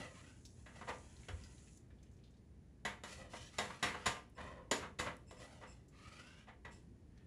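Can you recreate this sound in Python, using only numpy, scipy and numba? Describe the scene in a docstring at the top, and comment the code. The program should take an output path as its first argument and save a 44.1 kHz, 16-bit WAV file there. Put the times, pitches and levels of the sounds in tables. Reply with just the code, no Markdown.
"""Stirring thick sauce

A silicone spatula rubs through sauce in a small nonstick pan held just above a stove: gritty, wet
strokes, each with an air pocket that rises in pitch as it closes. Sauce films fizz and snap, the blade
knocks on the pan, squelches and squeaks, and the tilted pan thuds once on the burner.
An appliance hums behind it all in the quiet kitchen."""
import sys
import numpy as np
from scipy import signal
from scipy.fft import rfft, irfft
from scipy.io import wavfile
from scipy.ndimage import uniform_filter1d
from numba import njit

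SR = 44100
rng = np.random.default_rng(int(sys.argv[2]) if len(sys.argv) > 2 else 0)


def dump_mix(stems):
    """Bounce the given channels to the path in sys.argv[1] as a 16-bit WAV at rate SR."""
    frames = np.atleast_2d(stems).T  # one column per channel
    limited = np.clip(frames, -1, 1)  # hard clip at full scale
    pcm = np.round(limited * 32767).astype(np.int16)
    wavfile.write(sys.argv[1], SR, pcm)


N = 320166
TIME = np.arange(N) / SR


def undb(db):
    """Decibels to gain."""
    return 10 ** (np.asarray(db) / 20)


def unit(x):
    """Scale to rms 1."""
    return x / np.sqrt(np.mean(x ** 2) + 1e-30)


def steady(x):
    """Hold the rms at 1 over fifths of a second."""
    return x / np.sqrt(uniform_filter1d(x ** 2, size=SR // 5) + 1e-30)


def colour(x, points):
    """Equalise x along a curve of (frequency [Hz], gain [dB]) points."""
    hz, db = np.transpose(points)
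    bins_hz = np.fft.rfftfreq(len(x), 1 / SR)
    curve_db = np.interp(np.log(bins_hz + 1), np.log(hz), db)
    return irfft(rfft(x) * undb(curve_db), len(x))


def registers(x):
    """Split into low, middle and treble."""
    edges = [(800, "low"), ([800, 3500], "band"), (3500, "high")]
    filters = [signal.butter(2, hz, kind, fs=SR, output="sos") for hz, kind in edges]
    return [signal.sosfilt(sos, signal.sosfilt(sos, x)) for sos in filters]


def fade(t, t60):
    """Exponential decay, 60 dB down after t60 seconds."""
    return np.exp(-np.log(1000) * t / t60)


def walk(rate_hz):
    """Smooth random wander with a spread near 1."""
    steps = rng.standard_normal(4096)
    return np.interp(TIME * rate_hz, np.arange(len(steps)), steps)


def add(out, start_s, x):
    """Mix x into out from start_s on."""
    i = max(int(start_s * SR), 0)
    out[i:i + len(x)] += x[:N - i]


@njit
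def resonance(x, hz, width_hz):
    """State-variable band-pass whose centre can move with every sample."""
    y = np.empty(len(x))
    band_state, low_state = 0., 0.
    for i in range(len(x)):
        tuning = np.tan(np.pi * hz[i] / SR)
        damping = width_hz / hz[i]
        band = (band_state + tuning * (x[i] - low_state)) / (1 + tuning * (tuning + damping))
        band_state = 2 * band - band_state
        low_state += 2 * tuning * band
        y[i] = damping * band
    return y


def formant(x, hz, width_hz):
    """Two passes through a resonance that stays at one pitch."""
    centre = np.full(len(x), float(hz))
    return resonance(resonance(x, centre, float(width_hz)), centre, float(width_hz))


def grit(spread_db):
    """Dense tiny slips, a few much larger than the rest."""
    sizes = undb(spread_db * np.minimum(rng.exponential(size=N // 16 + 1), 5))
    return rng.standard_normal(N) * np.repeat(sizes, 16)[:N]


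def strokes(swell_db=5, release_t60=0.33, pocket_rise=0.37, close_s=0.57):
    """Gains of drag, rub and fizz, and the air pocket's pitch and level, led by the hardest rub."""
    # blade strokes: (time [s], length [s], drag through sauce [dB], rub on the pan [dB],
    # wet fizz [dB], pocket's starting pitch [Hz], pocket level [dB])
    gestures = [(-.03, .1, -51.5, -52.5, -61, 1180, -1), (0.133, 0.075, -66, -57.5, -65, 1310, -3),
                (0.224, 0.11, -70.5, -67.5, -70.5, 1490, 12), (0.558, 0.047, -78, -73, -74, 1300, -8),
                (0.736, 0.11, -61, -63, -69, 1100, -15), (0.876, 0.042, -60, -68, -56.5, 1100, -18),
                (.96, 0.27, -77, -72, -73.5, 1300, -12), (1.306, 0.2, -79, -67, -72, 1380, 3),
                (1.48, 0.19, -82, -75.5, -76.5, 1310, -1), (3.058, .11, -61.5, -60, -55.5, 1360, 9),
                (3.156, 0.12, -55.5, -59, -70, 1080, -12), (3.286, 0.19, -66, -65.5, -58.5, 1610, 16.5),
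                (3.488, 0.31, -74.5, -61.5, -62, 1200, 8), (3.735, .46, -68, -60, -66.5, 1180, 12),
                (4.357, 0.16, -52, -54.5, -67.5, 1010, 7.5), (4.507, 0.11, -55, -64.5, -82.5, 970, 11.5),
                (5.264, 0.49, -63, -69, -71, 1230, -8), (5.377, 0.09, -59, -60.5, -63, 1100, -5),
                (5.911, .49, -69.5, -61.5, -66, 1188, 16.5), (6.703, 0.052, -75, -73, -64, 1330, -7),
                (7.108, 0.22, -85, -79, -93, 1770, 25)]
    power, pocket, total_weight = 0, 0, 0
    for start, length, drag_db, rub_db, fizz_db, hz, pocket_db in gestures:
        t = np.maximum(TIME - start, 0)
        attack_s = 0.011 + 0.14 * length
        arch = np.sin(np.pi * np.minimum(t / length, 1))
        release = fade(np.maximum(t - length, 0), release_t60)
        effort = np.minimum(t / attack_s, 1) * undb(swell_db * (arch - 1.5)) * release
        power += (undb([[drag_db], [rub_db], [fizz_db]]) * effort) ** 2
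        closed = np.sin(np.pi / 2 * np.minimum(t / close_s, 1)) ** 2
        weight = (undb(rub_db) * effort) ** 2 + 1e-18
        pocket += weight * np.array([hz * (1 + pocket_rise * closed), np.full(N, pocket_db)])
        total_weight += weight
    return np.sqrt(power), pocket / total_weight


def pan_ring(t, damping, scatter_db=3, detune=0.006):
    """The pan rings: each spot on the wall weights its modes anew, and shifting sauce detunes them."""
    # modes of the pan with its sauce: (frequency [Hz], level [dB], t60 before damping [s])
    pan_modes = [(197, -10, .3), (298, -12, .2), (397, -12, .24), (435, -10, .24), (503, -7, .25),
                 (595, -8, .2), (721, -4, .2), (938, -7, .18), (1060, -4, .23), (1189, -5, .24),
                 (1585, -6, .22), (1640, -6, .25), (1952, 2, .2), (2036, -4, .17), (2100, -6, .18),
                 (2612, -9, .15), (2961, -8, .22), (3322, -10, .22), (3783, -8, .18), (3968, -13, .2),
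                 (4552, -15, .17), (4876, -16, .18), (5477, -14, .2), (6940, -12, .17), (7088, -10, .15),
                 (8060, -17, .17), (9462, -20, .18), (11110, -20, .15)]
    hz, db, t60 = np.transpose(pan_modes)[:, :, None]
    hz = hz * (1 + detune * rng.standard_normal(hz.shape))
    gains = undb(db + scatter_db * rng.standard_normal(hz.shape))
    partials = np.sin(2 * np.pi * (hz * t + rng.random(hz.shape)))
    return np.sum(gains * partials * fade(t, t60 / damping), axis=0)


def far_wall(x, path_s=0.0017, sway=0.23, echo_db=-5):
    """The pan's far wall echoes the rub; the path changes as the blade circles, so the colour shifts."""
    delay = path_s * np.exp(sway * walk(6))
    return x + undb(echo_db) * np.interp(TIME - delay, TIME, x)


def stirring(wall_db=-4, judder_db=2.32):
    """The blade drags, rubs and fizzes; the pocket of air behind it rises in pitch as it closes."""
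    # spectrum of the rub: (frequency [Hz], gain [dB])
    rub_colour = [(120, -1), (280, 2.5), (500, -5.5), (1000, -1.5), (1700, -4.5), (2700, -5.5),
                  (4000, -7.5), (6000, -9.5), (7500, -11), (10000, -12), (11400, -26), (14500, -36)]
    # air pocket resonances: (multiple of its pitch [ratio], width [Hz], gain [dB])
    pocket_modes = [(1.001, 94.3, 1.5), (1.421, 166.5, -5), (1.78, 187, -2.5), (2.1, 200, -14),
                    (3.3, 400, -13)]
    gains, (pocket_hz, pocket_db) = strokes()
    slips = grit(spread_db=1.5)
    rub = unit(colour(slips, rub_colour))
    hollow = sum(undb(db) * resonance(rub, ratio * pocket_hz, float(width))
                 for ratio, width, db in pocket_modes)
    ring = pan_ring(TIME[:SR // 4], damping=3.2)  # the pressed blade damps the wall
    wall = unit(signal.fftconvolve(slips, ring)[:N])
    bands = registers(far_wall(rub + undb(wall_db) * wall) + undb(pocket_db) * hollow)
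    judder = undb(judder_db * walk(70))  # silicone sticks and lets go
    return judder * sum(gain * steady(band) for gain, band in zip(gains, bands))


def film_fizz(flicker_db=0.7):
    """A thin film of sauce fizzes under the blade until the spatula is lifted out."""
    # spectrum of the fizz: (frequency [Hz], gain [dB])
    fizz_colour = [(1000, -31), (3000, -9.5), (5000, -4.5), (6800, 5.5), (8000, 3.5), (10500, 0.5),
                   (11800, -26), (15000, -30.5)]
    # envelope of the fizz: (time [s], level [dB])
    fizz_levels = [(0, -70), (.3, -74), (.42, -75), (.7, -75), (.86, -71), (1.77, -71), (1.85, -100)]
    fizz = unit(colour(grit(spread_db=2.2), fizz_colour))
    level_db = np.interp(TIME, *np.transpose(fizz_levels))
    return fizz * undb(level_db + flicker_db * walk(20))


def kitchen(air_db=-61, whine_hz=9216, whine_db=-96):
    """Low rumble, faint hiss, a wavering mains hum and an appliance's thin steady whine."""
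    # spectrum of the room tone: (frequency [Hz], gain [dB])
    air_colour = [(12, -73.5), (20, -21), (54, -7), (76, -3.5), (124, -9.5), (147, -11), (211, -11),
                  (457, -23), (497, -26.5), (1110, -39), (1420, -41.5), (1730, -38.5), (3180, -47),
                  (9370, -49.5), (15000, -66.5)]
    # mains hum: (frequency [Hz], level [dB])
    hum_partials = [(60, -69), (120, -70)]
    air = unit(colour(rng.standard_normal(N), air_colour)) * undb(air_db + 0.63 * walk(4.6))
    hum = sum(undb(db + 2.3 * walk(6.8)) * np.sin(2 * np.pi * hz * TIME) for hz, db in hum_partials)
    whine = undb(whine_db) * np.sin(2 * np.pi * whine_hz * TIME)
    return air + np.sqrt(2) * (hum + whine)


def snap(hz, db, t60, ring_share=0.21, tear_s=0.0019):
    """A film of sauce tears: a spit of noise and a brief ring of the opened cavity."""
    t = TIME[:SR // 4]
    spit = unit(formant(rng.standard_normal(len(t)), hz, width_hz=hz))
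    cavity = np.sqrt(2) * np.sin(2 * np.pi * hz * t)
    tear = np.sqrt(1 - ring_share) * spit + np.sqrt(ring_share) * cavity
    return undb(db) * tear * fade(t, t60) * np.minimum(t / tear_s, 1)


def snaps(drips=14, drip_span_s=(1.97, 2.39), drip_hz=4530):
    """Clear snaps of sauce film, and a scatter of faint ones as sauce drips from the lifted blade."""
    # tearing films: (time [s], pitch [Hz], level [dB], t60 [s])
    tears = [(.451, 5540, -52.5, 0.089), (1.164, 4120, -63.5, 0.068), (1.23, 2180, -64.5, 0.22),
             (1.436, 4910, -58, 0.1), (1.51, 2720, -72, .07), (1.579, 3900, -65.5, .07),
             (1.673, 2590, -66.5, 0.13), (1.772, 7100, -59, .04), (1.903, 1730, -68.5, 0.11),
             (2.029, 6300, -64.5, .055), (2.237, 3620, -70.5, 0.16), (4.297, 10100, -65, 0.023),
             (5.167, 8240, -44.5, 0.0065), (5.882, 7230, -69, 0.1), (7.173, 1830, -74.5, .3),
             (7.176, 4300, -66.5, 0.042)]
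    out = np.zeros(N)
    for start, hz, db, t60 in tears:
        add(out, start, snap(hz, db, t60))
    for k, (jitter, pitch) in enumerate(rng.random((drips, 2))):
        start = np.interp(k + jitter, [0, drips], drip_span_s)
        hz = drip_hz * 2 ** (2 * pitch - 1)  # up to an octave either way
        add(out, start, snap(hz, db=-77.5, t60=0.12))
    return out


def blow(levels_db, attack_s, t60, cup_hz, ring_db, cup_db, crack_db=6.5, crack_s=0.015):
    """A clatter of blade and handle, a pop of cupped air and the pan's ring, damped by the sauce."""
    # spectrum of the clatter: (frequency [Hz], gain [dB])
    clatter_colour = [(20, -35), (50, 1.5), (100, 2.5), (200, 1), (330, -2.5), (500, 2.5), (800, 0),
                      (1000, 2.5), (1400, 0), (2000, 4), (2400, -2.5), (3600, -5.5), (5000, -12),
                      (7200, -11.5), (11000, -18), (15000, -44)]
    t = TIME[:SR // 2]
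    head = slice(0, 1100)  # the first 25 ms set the balance
    decay_time = np.maximum(t - attack_s, 0)
    clatter = unit(colour(rng.standard_normal(len(t)), clatter_colour)) * fade(decay_time, t60)
    cup = formant(rng.standard_normal(len(t)), cup_hz, 0.72 * cup_hz) * fade(decay_time, t60=0.13)
    # the flatter the blade lands, the deeper the blow and the more air it cups
    depth_db = levels_db[0] - levels_db[1]
    cup = undb(cup_db + 2.65 * depth_db) * cup / np.std(cup[head])
    ring = pan_ring(t, damping=1.3)
    low, middle, treble = registers(clatter + cup + undb(ring_db) * ring / np.std(ring[head]))
    treble *= undb(crack_db * np.exp(-decay_time / crack_s))  # brightest at first contact
    hit = sum(undb(db) * band / np.std(band[head]) for db, band in zip(levels_db, (low, middle, treble)))
    return hit * np.minimum(t / attack_s, 1) ** 0.74


def knocks():
    """The blade lands hard on the pan's wall or floor."""
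    # spatula hits: (time [s], low thud [dB], middle knock [dB], treble click [dB], attack [s],
    # clatter t60 [s], cupped air pitch [Hz])
    hits = [(.66, -63, -60, -71, 0.0034, 0.49, 2100), (1.284, -54, -55, -58.5, 0.0022, 0.21, 1610),
            (2.85, -48, -41, -49, 0.0023, 0.29, 614), (3.036, -56, -54, -55.5, 0.00055, 0.48, 1120),
            (3.334, -54, -53.5, -67, .002, 0.28, 570), (3.584, -43.5, -41.5, -42.5, .0007, 0.34, 730),
            (3.826, -42.5, -35.5, -41, 0.0045, 0.38, 695), (4.057, -40.5, -35, -37, 0.0097, 0.25, 1500),
            (4.712, -38, -39, -38, .0005, 0.31, 470), (4.987, -44, -41.5, -43, 0.013, 0.34, 1120),
            (5.309, -60, -62.5, -66.5, .0015, .15, 505), (6.648, -58, -52, -69.5, 0.0046, 0.25, 1850)]
    out = np.zeros(N)
    for start, *levels_db, attack_s, t60, cup_hz in hits:
        add(out, start, blow(levels_db, attack_s, t60, cup_hz, ring_db=-0.5, cup_db=-0.5))
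    return out


def squelches(gain_db=1, cushion_hz=2570):
    """The blade shoves the sauce or pulls free: cushioned blows, slow to swell, dull and short."""
    # shoves and pulls: (time [s], relative level [dB], swell [s], cupped air pitch [Hz])
    shoves = [(.811, -54, 0.0033, 1270), (.87, -44, 0.027, 760), (3.699, -52, 0.0063, 1130),
              (3.942, -49, 0.0052, 1060), (4.156, -55, 0.0082, 1040), (4.378, -55, 0.0055, 910),
              (4.792, -49, 0.054, 1150), (5.057, -42.5, 0.017, 1080), (5.61, -56, 0.029, 1030),
              (6.469, -57, 0.025, 764)]
    out = np.zeros(N)
    for start, db, swell_s, cup_hz in shoves:
        levels_db = (db - 3.5, db, db - 9)  # low, middle, treble
        add(out, start, blow(levels_db, swell_s, t60=0.19, cup_hz=cup_hz, ring_db=-3.5, cup_db=6))
    cushion = signal.butter(1, cushion_hz, fs=SR, output="sos")
    return undb(gain_db) * signal.sosfilt(cushion, out)


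def burner_thud(start_s=1.292, rise_s=0.031):
    """The tilted pan leans on the burner, which wobbles low."""
    # modes of the rocking burner: (frequency [Hz], level [dB], t60 [s])
    burner_modes = [(49, -46, 0.59), (70.8, -39, 0.41), (88.4, -39, 0.38), (129, -52, 0.22)]
    out, t = np.zeros(N), TIME[:SR // 2]
    wobble = sum(undb(db) * np.sin(2 * np.pi * hz * t) * fade(t, t60) for hz, db, t60 in burner_modes)
    add(out, start_s, wobble * np.minimum(t / rise_s, 1))
    return out


def squeaks():
    """Wet silicone chatters over the coating in narrow resonances, swelling and dying with each slide."""
    # squeaking slides: (time [s], length [s], level [dB])
    slides = [(4.345, .05, -73), (5.26, .1, -68), (5.36, .08, -69), (5.66, .09, -66), (6.705, .08, -71)]
    # resonances of the blade's edge: (frequency [Hz], half-width of each filter pass [Hz], level [dB])
    edge_modes = [(2620, 110, -4), (5270, 110, -3), (7580, 260, 0), (9510, 150, -9)]
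    out = np.zeros(N)
    for start, length, db in slides:
        slips = rng.standard_normal(SR // 4)[:int(length * SR)]
        edge = sum(undb(mode_db) * unit(formant(slips, hz, 2 * half_width))
                   for hz, half_width, mode_db in edge_modes)
        swell = np.sqrt(np.hanning(len(slips)))
        add(out, start, undb(db) * unit(edge) * swell)
    return out


def room(x, wet_db=-9, band_t60s=(0.35, 0.21, 0.21), build_s=0.019):
    """Stove panel and kitchen walls return a short diffuse tail, longest in the lows."""
    t = TIME[:SR * 3 // 4]
    bands = registers(rng.standard_normal(len(t)))
    tail = sum(band * fade(t, t60) for band, t60 in zip(bands, band_t60s))
    tail *= 1 - np.exp(-t / build_s)
    return x + undb(wet_db) * signal.fftconvolve(x, tail / np.linalg.norm(tail))[:N]


def scene():
    """Spatula and sauce sound into the room, over the dry burner thud and the kitchen's hum."""
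    pan = stirring() + film_fizz() + knocks() + squelches() + squeaks() + snaps()
    return (room(pan) + burner_thud() + kitchen())[None]


def record(dry, low_cut_hz=34, top_hz=15400):
    """The microphone sheds the deepest bass, its port notches the treble, and the top is cut."""
    # notches of the microphone port: (frequency [Hz], width [Hz])
    port_notches = [(8520, 750), (12150, 1400)]
    x = signal.sosfilt(signal.butter(2, low_cut_hz, "high", fs=SR, output="sos"), dry)
    for hz, width in port_notches:
        x = signal.lfilter(*signal.iirnotch(hz, hz / width, fs=SR), x)
    return signal.sosfilt(signal.ellip(8, 0.2, 70, top_hz, fs=SR, output="sos"), x)


dry = scene()
out = record(dry)
dump_mix(out)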